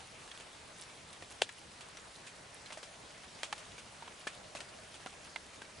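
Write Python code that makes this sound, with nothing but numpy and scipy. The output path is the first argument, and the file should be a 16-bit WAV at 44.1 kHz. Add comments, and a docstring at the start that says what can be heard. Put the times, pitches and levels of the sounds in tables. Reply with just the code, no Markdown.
"""Light rain on a fabric blind in the woods, heard from inside.
From the start, countless impacts on fallen leaves merge into a soft hiss over a faint low rumble.
Nearer drops pat the cloth: each impulse sets a patch ringing briefly while its spray scatters.
At 1.4 s one heavy drop gives a loud tap; from about 3.4 s to the end the pats are stronger."""
import sys
import numpy as np
from scipy import signal
from scipy.io import wavfile
from scipy.ndimage import uniform_filter1d

SR = 44100
rng = np.random.default_rng(int(sys.argv[2]) if len(sys.argv) > 2 else 0)


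def file_out(sig):
    """Save sig as 16-bit WAV at sys.argv[1]."""
    # one column per channel
    cols = np.atleast_2d(sig).T
    # limit, then scale
    lim = np.clip(cols, -1, 1)
    pcm = np.round(lim * 32767).astype(np.int16)
    wavfile.write(sys.argv[1], SR, pcm)


N = 255780

# Prominent drops, each on its own patch of cloth: t/s, slap level/dB, lowest f of the patch/Hz,
# ring f/Hz, ring level re slap/dB, spray level/dB, left-right difference/dB
DROPS = [(0.3143, -45, 2400, 3290, -2, -63, -1.5), (0.401, -48.5, 170, 2430, -7, -49, -2.5),
         (1.1295, -50, 2000, 9470, -7, -51, -2.5), (1.2239, -44, 170, 1856, -5, -51, -2),
         (1.4917, -42.5, 800, 1680, -9, -55, 1), (1.809, -47.5, 600, 3790, -24, -48, -2),
         (1.971, -46.5, 1100, 5720, -6, -53, 1), (2.266, -54.5, 200, 1640, -8, -44, -2),
         (2.6603, -48, 1500, 4140, -2, -60, -3.5), (2.7046, -44, 450, 2050, -11, -66, 1),
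         (2.7235, -45.5, 220, 2670, -8, -42.5, -2), (2.773, -42.5, 450, 632, 5, -47, -0.5),
         (2.830, -45.5, 200, 1430, -15, -46.5, 1), (3.4323, -32.5, 398, 3400, -12, -37, -1.5),
         (3.527, -31.5, 700, 830, -7.5, -48, 0), (3.5798, -49, 900, 3200, -14, -49, 2),
         (3.781, -46.5, 250, 2450, -10, -45, 0), (4.0242, -43.5, 300, 920, 4, -62, -2),
         (4.078, -45, 450, 1040, -6, -62, -2), (4.2698, -35.5, 170, 1563, -1.5, -55, 2),
         (4.2732, -34.5, 1000, 1750, -4, -41, -2), (4.551, -39, 170, 579, -5, -42, -2),
         (4.569, -46, 1200, 2620, 3, -46.5, 2.5), (4.6051, -40.5, 700, 2900, -10, -47, 3),
         (4.9423, -50, 400, 3440, -9, -47, -1), (5.0617, -39, 170, 760, -8, -58, -1),
         (5.07, -44.5, 260, 1380, -2, -52, 0), (5.3603, -34.5, 540, 2080, -1, -59, -4),
         (5.6194, -42.5, 232, 1570, -3, -54, 0)]


def patter():
    """Superposition: the sounds of separate impacts on the cloth add."""
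    out = np.zeros((2, N))
    for onset, *impact in DROPS:
        add(out, onset, drop(*impact))
    return out


def drop(slap_db, lowest_hz, ring_hz, ring_db, spray_db, side_db, ring_cycles=13):
    """Impulse response of a membrane: a slap and the damped ring of the patch, joined by spray."""
    slack_hz, cloth_hz = 170, 2720
    bass_db = 11.5 - 7.5 * np.log2(lowest_hz / slack_hz)  # a slack patch thuds
    treble_db = -8.5 + 0.48 * (spray_db - slap_db)  # a drop that bursts slaps brighter
    spray_hz = cloth_hz * (ring_hz / cloth_hz) ** 0.22  # between the tones of cloth and patch
    colour = [(250, bass_db - 1.5), (500, bass_db), (850, 0.4 * bass_db + 2.5), (1700, 0.61),
              (3600, 0.23 * treble_db), (5800, treble_db + 4.0), (10500, 1.02 * treble_db)]
    slap = through(contact(flutter_db=4, t60=0.025), click(colour))
    # a taut patch hardly sounds below its lowest tone
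    slap = burst(signal.lfilter(*signal.butter(3, lowest_hz, "highpass", fs=SR), slap))
    t = np.arange(slap.shape[1]) / SR
    attack = 1 - np.exp(-t / 0.00076)
    decay = amp(-60 * t / (0.022 + ring_cycles / ring_hz))
    ring = burst(np.sin(2 * np.pi * ring_hz * t) * attack * decay)
    ring *= np.sign(np.sum(slap * ring))  # the patch swings the way it is pushed
    pat = amp(slap_db) * burst(slap + amp(ring_db) * ring)
    return pan(side_db) * (pat + spray(spray_db, t60=0.12, tone_hz=spray_hz, treble_db=treble_db))


def contact(flutter_db, t60, spread_hz=2600, spread_q=1.17, flutter_hz=900):
    """Wave propagation: one sharp push, then short waves running to and fro in the cloth."""
    waves = amp(flutter_db) * scatter(rise_s=0.001, t60=t60, likeness=0.68, grain_db=5)
    waves = signal.lfilter(*signal.butter(1, [flutter_hz, 7000], "bandpass", fs=SR), waves)
    push = waves + burst(signal.unit_impulse(waves.shape[1]))
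    # the cloth yields: an all-pass spreads the push over a millisecond
    return push - 2 * signal.lfilter(*signal.iirpeak(spread_hz, spread_q, fs=SR), push)


# Spectrum of the spray: f/Hz, relative level/dB
SPRAY_SPECTRUM = [(80, -18), (250, -1.5), (700, -1), (1200, 0.5), (2000, -2.5), (3300, 1), (5500, -0.5),
                  (9000, 1), (11000, -13.5)]


def spray(level_db, t60, tone_hz, treble_db, tone_db=3, tone_q=4.4):
    """Forced resonance: droplets from a splash fall back and stir the cloth around them."""
    colour = [(hz, db + 0.21 * treble_db * (hz > 5000)) for hz, db in SPRAY_SPECTRUM]
    droplets = through(scatter(rise_s=0.0044, t60=t60, likeness=0.69, grain_db=2), click(colour))
    stirred = signal.lfilter(*signal.iirpeak(tone_hz, tone_q, fs=SR), droplets)
    return amp(level_db) * burst(droplets + amp(tone_db) * stirred)


# The two contacts of the heavy drop: t/s, level/dB, left-right difference/dB
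TAP_CONTACTS = [(1.4174, -35.5, 6), (1.42, -22, 0.5)]
# Spectrum of its knock: f/Hz, relative level/dB
TAP_SPECTRUM = [(300, -22), (385, 2.5), (540, 8), (900, 3.5), (1030, -10), (1380, -10), (1560, -1),
                (2100, -5), (2700, 4), (3540, 0.5), (3880, -11), (4450, 3.5), (4700, -9.5), (10500, -17.5)]


def heavy_tap():
    """Impact excitation: a large drop knocks the taut cloth close by and bursts."""
    out = np.zeros((2, N))
    for onset, level_db, side_db in TAP_CONTACTS:
        push = contact(flutter_db=-5, t60=0.016, spread_hz=3000, spread_q=1.5, flutter_hz=2800)
        knock = burst(through(push, click(TAP_SPECTRUM)))
        add(out, onset, -amp(level_db) * pan(side_db) * knock)
    add(out, TAP_CONTACTS[-1][0], spray(level_db=-33, t60=0.067, tone_hz=3150, treble_db=-12))
    return out


# Strength of the rain, used as swings about each mean: t/s, leaf level/dB, cloth level/dB
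RAIN_STRENGTH = [(0.0, -56.5, -64), (0.77, -57, -61.5), (1.1, -58, -64), (2.55, -57.5, -63),
                 (3.39, -57, -60), (3.62, -55.5, -59.5), (3.83, -56.5, -63), (4.55, -56.5, -57),
                 (4.97, -57, -60.5), (5.8, -57, -62.5)]


def drizzle(base_db=-57.5, spread_db=1.4, spray_below_db=10, width_db=6, rain_follow=1.4, count=85):
    """Random arrivals: small drops tick or splash on the cloth, harder as the rain thickens."""
    out = np.zeros((2, N))
    times, rain_db, _ = np.transpose(RAIN_STRENGTH)
    for when, size, slack, dryness, patch, side in rng.random((count, 6)):
        onset = when * N / SR
        heavier_db = rain_follow * np.interp(onset, times, rain_db - rain_db.mean())
        slap_db = base_db + heavier_db + spread_db * min(-np.log(1 - size), 3)
        ring_hz = 600 * 8 ** patch
        sound = drop(slap_db, lowest_hz=ring_hz / 4 ** slack, ring_hz=ring_hz, ring_db=-4,
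                     spray_db=slap_db - spray_below_db * dryness, side_db=width_db * (side - 0.5))
        add(out, onset, sound)
    return out


def leaf_ticks(level_db=-66, per_s=600, spread_db=3.5, clump_db=6.0, cycles=4.4, count=24):
    """Damped oscillation: drops tick on dry leaves in flurries, each leaf at its own pitch and place."""
    out, t = np.zeros((2, N)), np.arange(128) / SR
    flurry = amp(clump_db * unit(uniform_filter1d(rng.standard_normal(N), 1500)))
    for hz in np.linspace(2500, 11000, count):
        hits = np.flatnonzero(rng.random(N - len(t)) < per_s / count / SR)
        size_db = spread_db * np.minimum(rng.exponential(1, size=1000)[:len(hits)], 4)
        tick = np.sin(2 * np.pi * hz * t) * np.exp(-2 * hz * t / cycles) * np.sqrt(hz)
        ticks = np.outer(flurry[hits] * amp(size_db), tick)
        samples = hits[:, None] + np.arange(len(t))
        leaf = np.bincount(samples.ravel(), ticks.ravel(), N)
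        out += pan(rng.uniform(-6, 4.0)) * leaf
    return amp(level_db) * unit(out)


# Rain on the leaves and far rumble: f/Hz, relative spectral density level/dB
LEAF_SPECTRUM = [(15, -14), (30, -10), (55, -0.5), (100, 1), (160, 0.5), (290, -3.5), (480, -1),
                 (950, -1.5), (2200, -4.5), (4800, -8.5), (8100, -12.5), (10000, -13.5), (11200, -24)]
# The cloth drumming under the finest drops: f/Hz, relative spectral density level/dB
DRUM_SPECTRUM = [(100, -53), (400, -50), (590, 5.5), (780, -7.5), (1050, -45), (3000, -51)]


def hiss(hiss_db=-53.5, drum_db=-69, leaves_follow=0.73, drum_follow=2.1):
    """Incoherent summation: the noise of leaves and cloth grows with the strength of the rain."""
    times, *levels = np.transpose(RAIN_STRENGTH)
    leaves, cloth = (np.interp(np.arange(N) / SR, times, db - np.mean(db)) for db in levels)
    far = amp(hiss_db + leaves_follow * leaves) * wash(LEAF_SPECTRUM, patchy_db=1.4, swell_db=0.14)
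    drumming = amp(drum_db + drum_follow * cloth) * wash(DRUM_SPECTRUM, patchy_db=3.5, swell_db=2)
    return far + drumming


# Likeness of the two channels in the hiss: f/Hz, coherence
COHERENCE = [(50, 1), (150, 0.89), (500, 0.51), (1000, 0.32), (3000, 0.61), (8000, 0.69)]


def wash(colour, patchy_db, swell_db):
    """Central limit theorem: countless tiny impacts merge into Gaussian noise, here faintly patchy."""
    frames, hz = N // 512 + 5, np.fft.rfftfreq(2048, 1 / SR)
    a, b, c, d, patches = rng.standard_normal((5, frames, len(hz)))
    patches = unit(uniform_filter1d(uniform_filter1d(patches, 4, 0), 50, 1))
    swell = unit(uniform_filter1d(rng.standard_normal(frames), 10))[:, None]
    spectra = pair(a + 1j * b, c + 1j * d, read(COHERENCE, hz))
    spectra *= amp(read(colour, hz) + patchy_db * patches + swell_db * swell)
    _, noise = signal.istft(spectra.swapaxes(1, 2), nperseg=2048, noverlap=1536)
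    return unit(noise[:, :N])


def scatter(rise_s, t60, likeness, grain_db, size=4000):
    """Exponential decay: a swarm of tiny uneven clicks falls 60 dB in t60 seconds."""
    t = np.arange(size) / SR
    a, b, sizes = rng.standard_normal((3, size))
    grains = amp(grain_db * unit(uniform_filter1d(sizes, 24)))
    return burst(pair(a, b, likeness) * grains * (1 - np.exp(-t / rise_s)) * amp(-60 * t / t60))


def click(colour, size=1024):
    """Minimum phase: the sharpest causal pulse with this spectrum."""
    hz = abs(np.fft.fftfreq(size, 1 / SR))
    log_gain = np.log(amp(read(colour, hz)))
    spectrum = np.exp(np.conj(signal.hilbert(log_gain)))
    return np.fft.ifft(spectrum).real[:size // 2]


def through(x, pulse):
    """Convolution: a pulse colours both channels."""
    return signal.fftconvolve(x, pulse[None], axes=1)[:, :x.shape[1]]


def pair(a, b, likeness):
    """Partial coherence: sum and difference of two unrelated signals form two channels."""
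    c = np.clip(likeness, 0, 1)
    return np.sqrt((1 + c) / 2) * a + np.sqrt((1 - c) / 2) * np.array([b, -b])


def pan(db):
    """Localisation by level difference: left and right gains."""
    return amp([[db / 2], [-db / 2]])


def add(mix, onset, sound):
    """Superposition: a stereo sound joins the mix at onset seconds."""
    part = mix[:, max(round(onset * SR), 0):][:, :sound.shape[1]]
    part += sound[:, :part.shape[1]]


def read(points, hz):
    """Interpolation of (f/Hz, value) points on a log-frequency axis."""
    f, value = np.transpose(points)
    return np.interp(np.log(hz + 1), np.log(f + 1), value)


def burst(x):
    """Energy normalisation to that of 5 ms at rms 1."""
    energy = np.sum(np.atleast_2d(x) ** 2, -1).mean()
    return x * np.sqrt(0.005 * SR / (energy + 1e-20))


def unit(x):
    """Power normalisation to rms 1."""
    return x / np.sqrt(np.mean(x ** 2) + 1e-20)


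def amp(db):
    """Amplitude ratio of a level in decibels."""
    return 10 ** (np.asarray(db) / 20)


def scene():
    """Superposition of the rain in the woods and the near drops on the blind."""
    return hiss() + leaf_ticks() + drizzle() + patter() + heavy_tap()


def record(dry):
    """Band limiting: a linear-phase low-pass removes the highest treble."""
    lowpass = signal.firwin(511, cutoff=11130, window=("kaiser", 7), fs=SR)
    return signal.oaconvolve(dry, lowpass[None], "same")


dry = scene()
out = record(dry)
file_out(out)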